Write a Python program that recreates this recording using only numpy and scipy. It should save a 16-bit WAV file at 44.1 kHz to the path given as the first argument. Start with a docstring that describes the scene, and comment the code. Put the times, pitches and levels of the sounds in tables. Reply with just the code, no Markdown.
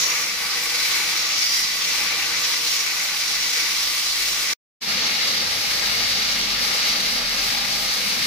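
"""An open yard, where an oxy-fuel torch cuts the wall of a steel container, heard first from inside the box and,
after a short silence, from outside. The torch is shaped noise in four fluttering bands: flame roar, kerf howl,
oxygen jet and spatter sizzle; resonances and short echoes make the sheet walls ring. Behind it a distant diesel
drones as a wavering sine, engine hums glide in and out, machines rumble as low noise bands,
and a light wind buffets the microphone ports as very low noise."""
import sys
import numpy as np
from scipy import signal
from scipy.fft import irfft, next_fast_len
from scipy.io import wavfile
from scipy.ndimage import uniform_filter1d

SR = 44100
rng = np.random.default_rng(int(sys.argv[2]) if len(sys.argv) > 2 else 0)


def field_ratio(decibels):
    """Amplitude ratio for a level in dB (20 dB per decade); scalars and array-likes work."""
    return 10 ** (np.asarray(decibels, dtype=float) / 20)


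def generate_wav(sig):
    """Save sig (samples, or channels by samples) to the path in sys.argv[1] as 16-bit PCM at SR."""
    pcm = np.round(np.clip(np.atleast_2d(sig).T, -1, 1) * 32767).astype(np.int16)
    wavfile.write(sys.argv[1], SR, pcm)


N = 364266  # samples


def table(rows, x):
    """Columns of a table read at x along straight lines."""
    first, *columns = np.transpose(rows)
    return [np.interp(x, first, column) for column in columns]


def on_log(rows, hz):
    """A spectrum table read on a log-frequency axis."""
    rows = np.array(rows, float)
    return np.interp(np.log(hz), np.log(rows[:, 0]), rows[:, 1])


def unit(ears):
    """Scale both ears together so that their mean has rms 1."""
    return ears / np.sqrt(np.mean(ears.mean(0) ** 2))


def walk(rate, n):
    """Random levels held 1 / rate s and smoothed twice, pulled back to zero within a few steps; spread near 1."""
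    hold = max(int(SR / rate), 2)
    steps = np.repeat(rng.standard_normal(n // hold + 1), hold)[:n]
    smooth = uniform_filter1d(uniform_filter1d(steps, hold), hold)
    drift = uniform_filter1d(smooth, 5 * hold)
    return 1.5 * (smooth - drift)


def sine(hz):
    """A tone of rms 1 that follows the frequency curve hz."""
    return np.sqrt(2) * np.sin(2 * np.pi * np.cumsum(hz) / SR)


# Diffuse stereo width, inside then outside. Each row: frequency in Hz, side minus mid in dB.
SIDE_SPECTRUM = [
    [(60, -9.5), (110, -11), (200, -12), (380, -14.5), (700, -13), (1290, -5.5), (2380, 0), (4400, 1),
     (8120, -1.5), (15000, -2)],
    [(60, -15), (110, -20), (200, -14.5), (380, -11), (700, -13), (1290, -1), (2380, -5), (4400, 0.5),
     (8120, 0.5), (15000, -1.5)],
]
# Stereo balance, inside then outside. Each row: frequency in Hz, left minus right in dB.
EAR_BALANCE = [
    [(60, -0.5), (110, -0.5), (200, 1), (380, 1.5), (700, -0.5), (1290, 2), (2380, 5), (4400, -2),
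     (8120, 1.5), (15000, -1)],
    [(60, -2), (110, -1.5), (200, 1.5), (380, 1.5), (700, -0.5), (1290, 0.5), (2380, 4), (4400, -0.5),
     (8120, 2.5), (15000, 0)],
]
# Direct path from the source, one row for inside, one for outside.
# Each row: lead of the left port in seconds, level over the diffuse side part in dB.
DIRECT_PATH = [(.00004, -2.5), (.00028, -2)]


def wide_noise(place, hz, echo_db, echo_s):
    """Left and right noise spectra: alike in the bass, apart in the treble, each ear with its own wall echoes."""
    mid, side, direct = rng.standard_normal((3, len(hz))) + 1j * rng.standard_normal((3, len(hz)))
    spread = field_ratio(on_log(SIDE_SPECTRUM[place], hz))
    half_balance_db = on_log(EAR_BALANCE[place], hz) / 2
    # the direct path reaches the left port a little before the right
    lead_s, direct_db = DIRECT_PATH[place]
    skew = np.exp(1j * np.pi * hz * lead_s)
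    shared_lags = rng.uniform(0.0994, 1, 6) * echo_s
    ears = []
    for sign in (1, -1):  # left, right
        lags = shared_lags + 6e-5 * rng.standard_normal(6)
        reflections = np.exp(-2j * np.pi * np.outer(lags, hz)).sum(0)
        echoes = 1 + field_ratio(echo_db) * reflections
        apart = sign * side + field_ratio(direct_db) * direct * skew ** sign
        ears.append((mid + spread * apart) * field_ratio(sign * half_balance_db) * echoes)
    return np.array(ears)


def flutter(parts, hz, s, lo_hz, hi_hz, all_db, near_db, own_db, rate):
    """Third-octave bands whose levels walk: all together, with neighbours and alone; a second part swells slowly."""
    ring_swell_db, ring_swell_rate = 4, 2.975  # rate in steps per second
    n, out, near = len(s), 0, 0
    together = walk(rate, n)
    centres = np.log2(lo_hz) + np.arange(int(3 * np.log2(hi_hz / lo_hz)) + 1) / 3
    for centre in centres:
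        # cosine-squared skirts cross-fade each band into the next
        share = np.cos(np.pi / 2 * np.clip(3 * (np.log2(hz) - centre), -1, 1)) ** 2
        # each band inherits most of its lower neighbour's movement
        near = .8 * near + .6 * walk(rate / 2, n)
        level_db = all_db * together + near_db * near + own_db * walk(rate / 4, n)
        band, *rings = (irfft(part * share)[:, :n] for part in parts)
        # as the torch moves along the sheet its rings swell and fade
        for ring in rings:
            band = band + ring * field_ratio(ring_swell_db * walk(ring_swell_rate, n))
        out = out + band * field_ratio(level_db)
    return out


# Gusts on the ports, inside then outside. Each row: time in seconds, mean level in dB.
WIND_GUSTS = [
    [(0, -61), (1.5, -65), (2.5, -62), (4.5, -60)],
    [(4.9, -66), (5.8, -58), (6.3, -60), (7.4, -52), (7.7, -57), (8.26, -61)],
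]


def wind(place, s):
    """Turbulence at the microphone ports: noise between about 14 and 45 Hz, partly shared by both ears."""
    low_pass = signal.butter(2, 45, fs=SR, output="sos")
    high_pass = signal.butter(2, 14, "high", fs=SR, output="sos")
    shared, left, right = signal.sosfilt(low_pass, rng.standard_normal((3, len(s))))
    puffs = signal.sosfilt(high_pass, shared + .7 * np.array([left, right]))
    gust_db = table(WIND_GUSTS[place], s)[0]
    return unit(puffs) * field_ratio(gust_db + 3.0 * walk(8, len(s)))


# Tone of the machines, inside then outside. Each row: frequency in Hz, relative density in dB per Hz.
MACHINE_COLOUR = [
    [(12, -30), (20, -1.5), (91, -9.5), (113, -12), (188, 3), (262, -5.5), (294, 11), (347, -7), (389, -7),
     (420, -2), (550, -32), (920, -120)],
    [(12, -34), (20, -4), (43, -13), (70, -14), (92, -5.5), (139, -7.5), (201, -1.5), (249, -2.5),
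     (343, -0.5), (420, -7), (550, -37), (920, -120)],
]
# Other yard machines, inside then outside.
# Each row: time in seconds, deep rumble level in dB, boom of the box level in dB.
MACHINE_LEVELS = [
    [(0, -56.5, -52), (.5, -58.5, -53.5), (1.45, -60.5, -54), (1.85, -59, -52), (2.5, -60, -54.5),
     (2.9, -64.5, -55.5), (3.4, -60.5, -52.5), (3.9, -62, -57), (4.53, -63, -52)],
    [(4.89, -53, -41.5), (5.15, -53.5, -47), (5.7, -49, -46.5), (6.4, -51.5, -44), (6.8, -54.5, -45.5),
     (7.8, -52.5, -47), (8.26, -51, -43)],
]


def machines(place, s, hz):
    """Low noise of yard machines in two bands, a deep rumble and the boom of the box, with faint echoes."""
    rumble_db, boom_db = table(MACHINE_LEVELS[place], s)
    far = wide_noise(place, hz, echo_db=-34.5, echo_s=0.022) * field_ratio(on_log(MACHINE_COLOUR[place], hz))
    rumble = flutter([far], hz, s, 62.5, 130, all_db=.5, near_db=.8, own_db=1.2, rate=16)
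    boom = flutter([far], hz, s, 157.5, 260, all_db=.5, near_db=.8, own_db=1.2, rate=16)
    return unit(rumble) * field_ratio(rumble_db) + unit(boom) * field_ratio(boom_db)


# Engine hums that come and go.
# Each row: start in seconds, end in seconds, first mean pitch in Hz, last mean pitch in Hz, mean level in dB.
ENGINE_HUMS = [(1.801, 2.72, 87.1, 90.2, -59), (5.6, 6.65, 85.3, 88.8, -55.5),
               (6.9, 7.55, 117.6, 114.6, -55), (5.05, 5.5, 206, 215.5, -50), (6.3, 6.604, 212, 204, -49),
               (6.55, 7.197, 183, 193, -48), (6.8, 7.85, 232.7, 251, -49), (7.4, 8.26, 198, 205.7, -48.5)]


def hum():
    """Soft low tones of engines far off: gliding sines, each of which swells, wavers and fades."""
    out = np.zeros(N)
    for start_s, end_s, first_hz, last_hz, db in ENGINE_HUMS:
        i = np.arange(int(start_s * SR), min(int(end_s * SR), N))
        hz = np.linspace(first_hz, last_hz, len(i)) * (1 + 0.005 * walk(7.1, len(i)))
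        to_nearest_end_s = np.minimum(i / SR - start_s, end_s - i / SR)
        fade = np.clip(to_nearest_end_s / 0.095, 0, 1)
        out[i] += sine(hz) * field_ratio(db + 2.5 * walk(6.8, len(i))) * fade
    return out


# Nearest diesel, inside then outside. Each row: time in seconds, mean firing rate in Hz, mean drone level in dB.
DIESEL_DRONE = [
    [(0, 41, -74), (.4, 41.3, -66.5), (1.7, 40.4, -58), (2.06, 40.8, -56), (2.45, 41.1, -71),
     (2.9, 41.4, -68), (3.15, 40.9, -62), (3.7, 41, -61), (4.3, 41.2, -52.5), (4.53, 41, -58)],
    [(4.89, 45.55, -53), (5.5, 42.94, -60), (5.73, 43.4, -50), (6.15, 43.1, -51), (6.55, 44, -46),
     (6.8, 43.6, -55), (7.15, 39.6, -50), (7.42, 39.4, -45), (7.65, 43, -50), (7.85, 43.7, -51.5),
     (8.26, 44.2, -55)],
]


def diesel(place, s):
    """An uneven engine drone: one sine at the firing rate, wavering in pitch and level."""
    fire_hz, drone_db = table(DIESEL_DRONE[place], s)
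    fire_hz = fire_hz * (1 + .04 * walk(14, len(s)))
    return sine(fire_hz) * field_ratio(drone_db + 3.0 * walk(11, len(s)))


# Tone of the gas noise, inside then outside. Each row: frequency in Hz, relative density in dB per Hz.
GAS_COLOUR = [
    [(200, -39), (300, -15.5), (400, -20), (700, -17.5), (1000, -13), (1650, -9.5), (2100, -3),
     (3100, -5.5), (4000, -2.5), (5600, -2.5), (6800, -9), (8400, -16), (11000, -14), (12300, -18),
     (13600, -15.5), (15500, -16)],
    [(200, -39.5), (300, -13), (360, -16.5), (600, -13.5), (1030, -14.5), (1450, -8.5), (2100, 1),
     (3100, -4.5), (4300, -1.5), (5800, -3), (7000, -13.5), (9200, -14.5), (10900, -14), (12200, -15),
     (13400, -14), (15500, -18.5)],
]
# Rings of the sheet walls, inside then outside. Each row: frequency in Hz, width in Hz, lift in dB.
WALL_RINGS = [
    [(478, 60, 8.5), (810, 47, 5), (1156, 86, 6.5), (1513, 32, 8.5), (1965, 73, 5), (2260, 46, 7),
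     (2410, 72, -1.5), (4045, 44, 6), (4530, 37, 4.5), (4860, 50, 6.5), (5710, 220, 4.5), (6670, 170, 5.5)],
    [(490, 130, 5), (808, 80, 6.5), (1188, 140, 4), (1630, 44, 1.5), (1950, 60, -2), (2184, 39, 4),
     (2846, 68, 3.5), (3820, 92, 4), (4150, 100, 2), (4625, 180, 4), (5900, 170, -2), (6170, 150, -1.5)],
]


def torch_gas(place, hz):
    """Turbulent gas spectra with wall echoes: the plain noise, and what the wall resonances add to it."""
    ring_db = 0
    for mode_hz, width_hz, lift_db in WALL_RINGS[place]:
        ring_db = ring_db + lift_db / (1 + (2 * (hz - mode_hz) / width_hz) ** 2)
    plain = wide_noise(place, hz, echo_db=-17.5, echo_s=.03) * field_ratio(on_log(GAS_COLOUR[place], hz))
    return [plain, plain * (field_ratio(ring_db) - 1)]


def thirds_up(steps):
    """Frequency in Hz that lies so many third octaves above 315 Hz."""
    return 315 * 2 ** (steps / 3)


# Roar level under the howl, one row for inside, one for outside. 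Each row: at the start in dB, at the end in dB.
ROAR_UNDER_HOWL = [(-7.5, -8.5), (-6.5, -6)]


def flame_roar(place, gas, hz, s, flame_db):
    """The flame's low turbulence: the gas noise from 315 Hz up to the howl."""
    roar_db = flame_db + np.linspace(*ROAR_UNDER_HOWL[place], len(s))
    roar = flutter(gas, hz, s, thirds_up(0), thirds_up(6.5), all_db=0.48, near_db=0.6, own_db=0.66, rate=24)
    return unit(roar) * field_ratio(roar_db)


def kerf_howl(gas, hz, s, flame_db):
    """The howl of the kerf, driven by the flame: gas noise around 1.6 to 2.5 kHz."""
    howl = flutter(gas, hz, s, thirds_up(7), thirds_up(9.5), all_db=0.5, near_db=0.6, own_db=0.5, rate=30)
    return unit(howl) * field_ratio(flame_db)


def oxygen_jet(gas, hz, s, jet_db):
    """The hiss of the turbulent oxygen jet: gas noise around 3 to 6 kHz."""
    jet = flutter(gas, hz, s, thirds_up(10), thirds_up(13.5), all_db=0.53, near_db=0.55, own_db=0.35, rate=30)
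    return unit(jet) * field_ratio(jet_db)


# Spatter sizzle, inside then outside. Each row: time in seconds, level over the jet in dB.
SIZZLE_OVER_JET = [
    [(0, -8), (.9, -7.5), (1.3, -11), (1.6, -8.5), (2.2, -10.5), (2.9, -8), (3.35, -9.5), (4.4, -7.5),
     (4.53, -8.5)],
    [(4.89, -12.5), (5.1, -14), (5.8, -10.5), (6.2, -13), (7.1, -12), (7.9, -10), (8.26, -9.5)],
]


def spatter_sizzle(place, gas, hz, s, jet_db):
    """The sizzle of the spatter: gas noise from about 8 kHz up, following the jet."""
    sizzle_db = jet_db + table(SIZZLE_OVER_JET[place], s)[0]
    sizzle = flutter(gas, hz, s, thirds_up(14), thirds_up(17.1), all_db=-0.6, near_db=0.9, own_db=-0.4, rate=30)
    return unit(sizzle) * field_ratio(sizzle_db)


# Torch controls, inside then outside; the flame drives the kerf howl and the roar.
# Each row: time in seconds, oxygen jet level in dB, flame level in dB.
TORCH_CONTROLS = [
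    [(0, -25, -33), (.11, -26.5, -27.5), (.34, -29.5, -32.5), (.95, -24.5, -28.5), (1.25, -26, -30.5),
     (1.42, -24.5, -32), (1.7, -26.5, -32), (2.0, -24.5, -29), (2.2, -26.5, -29), (2.72, -24.5, -32),
     (2.9, -27.5, -30.5), (3.25, -26, -32), (3.6, -25.3, -30.5), (4.1, -25.5, -32.5), (4.53, -26, -29.5)],
    [(4.89, -25, -30), (5.3, -25, -30.5), (5.58, -26, -31.5), (5.75, -25.5, -30.5), (6.3, -25, -30.5),
     (6.55, -26, -32), (6.72, -24, -29.5), (7.02, -25, -31), (7.25, -27.5, -32), (7.47, -25, -30.5),
     (7.72, -26.5, -32.5), (8.26, -26, -31)],
]


def torch(place, s, hz):
    """One body of turbulent gas heard as roar, howl, jet and sizzle, ringing in the walls."""
    jet_db, flame_db = table(TORCH_CONTROLS[place], s)
    gas = torch_gas(place, hz)
    mix = flame_roar(place, gas, hz, s, flame_db) + kerf_howl(gas, hz, s, flame_db)
    mix = mix + oxygen_jet(gas, hz, s, jet_db) + spatter_sizzle(place, gas, hz, s, jet_db)
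    # molten drops leaving the kerf roughen the whole flame at once
    spatter_db = 0.52 * walk(120, len(s)) + 0.26 * walk(18, len(s))
    return mix * field_ratio(spatter_db)


# The two listening places, inside the box, then outside. Each row: start in seconds, end in seconds.
LISTENING_PLACES = [(0, 4.6), (4.74, 8.26)]


def scene():
    """Both listening places in turn, over the far hums."""
    out = np.zeros((2, N)) + hum()
    for place, (start_s, end_s) in enumerate(LISTENING_PLACES):
        i = np.arange(int(start_s * SR), min(int(end_s * SR) + 1, N))
        s = i / SR
        size = 2 * next_fast_len(len(i) // 2 + 1)
        # the lowest bin is lifted off zero so that its logarithm exists
        hz = np.maximum(np.arange(size // 2 + 1), 1) * SR / size
        out[:, i] += wind(place, s) + machines(place, s, hz) + diesel(place, s) + torch(place, s, hz)
    return out


# The sound is cut off, stays silent and fades in again. 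Each row: time in seconds, gain in dB.
GAP_GAIN = [(4.534, 0), (4.537, -22), (4.566, -70), (4.57, -120), (4.8, -120), (4.806, -47), (4.812, -22),
            (4.822, -7), (4.86, -6), (4.89, 0)]


def silence_gap(mix):
    """An edit that silences the gap between the two places."""
    return mix * field_ratio(table(GAP_GAIN, np.arange(N) / SR)[0])


def cut_top(mix):
    """The recorder's steep treble limit: an elliptic low-pass at 15480 Hz."""
    return signal.sosfilt(signal.ellip(12, .3, 70, 15480, fs=SR, output="sos"), mix)


def top_cut(x):
    """Nothing passes above the cut-off."""
    return signal.sosfilt(signal.butter(12, 16640, fs=SR, output="sos"), x)


def record(dry):
    """The finished mix: the gap silenced, then the top cut."""
    finished = cut_top(silence_gap(dry))
    return top_cut(finished)


dry = scene()
out = record(dry)
generate_wav(out)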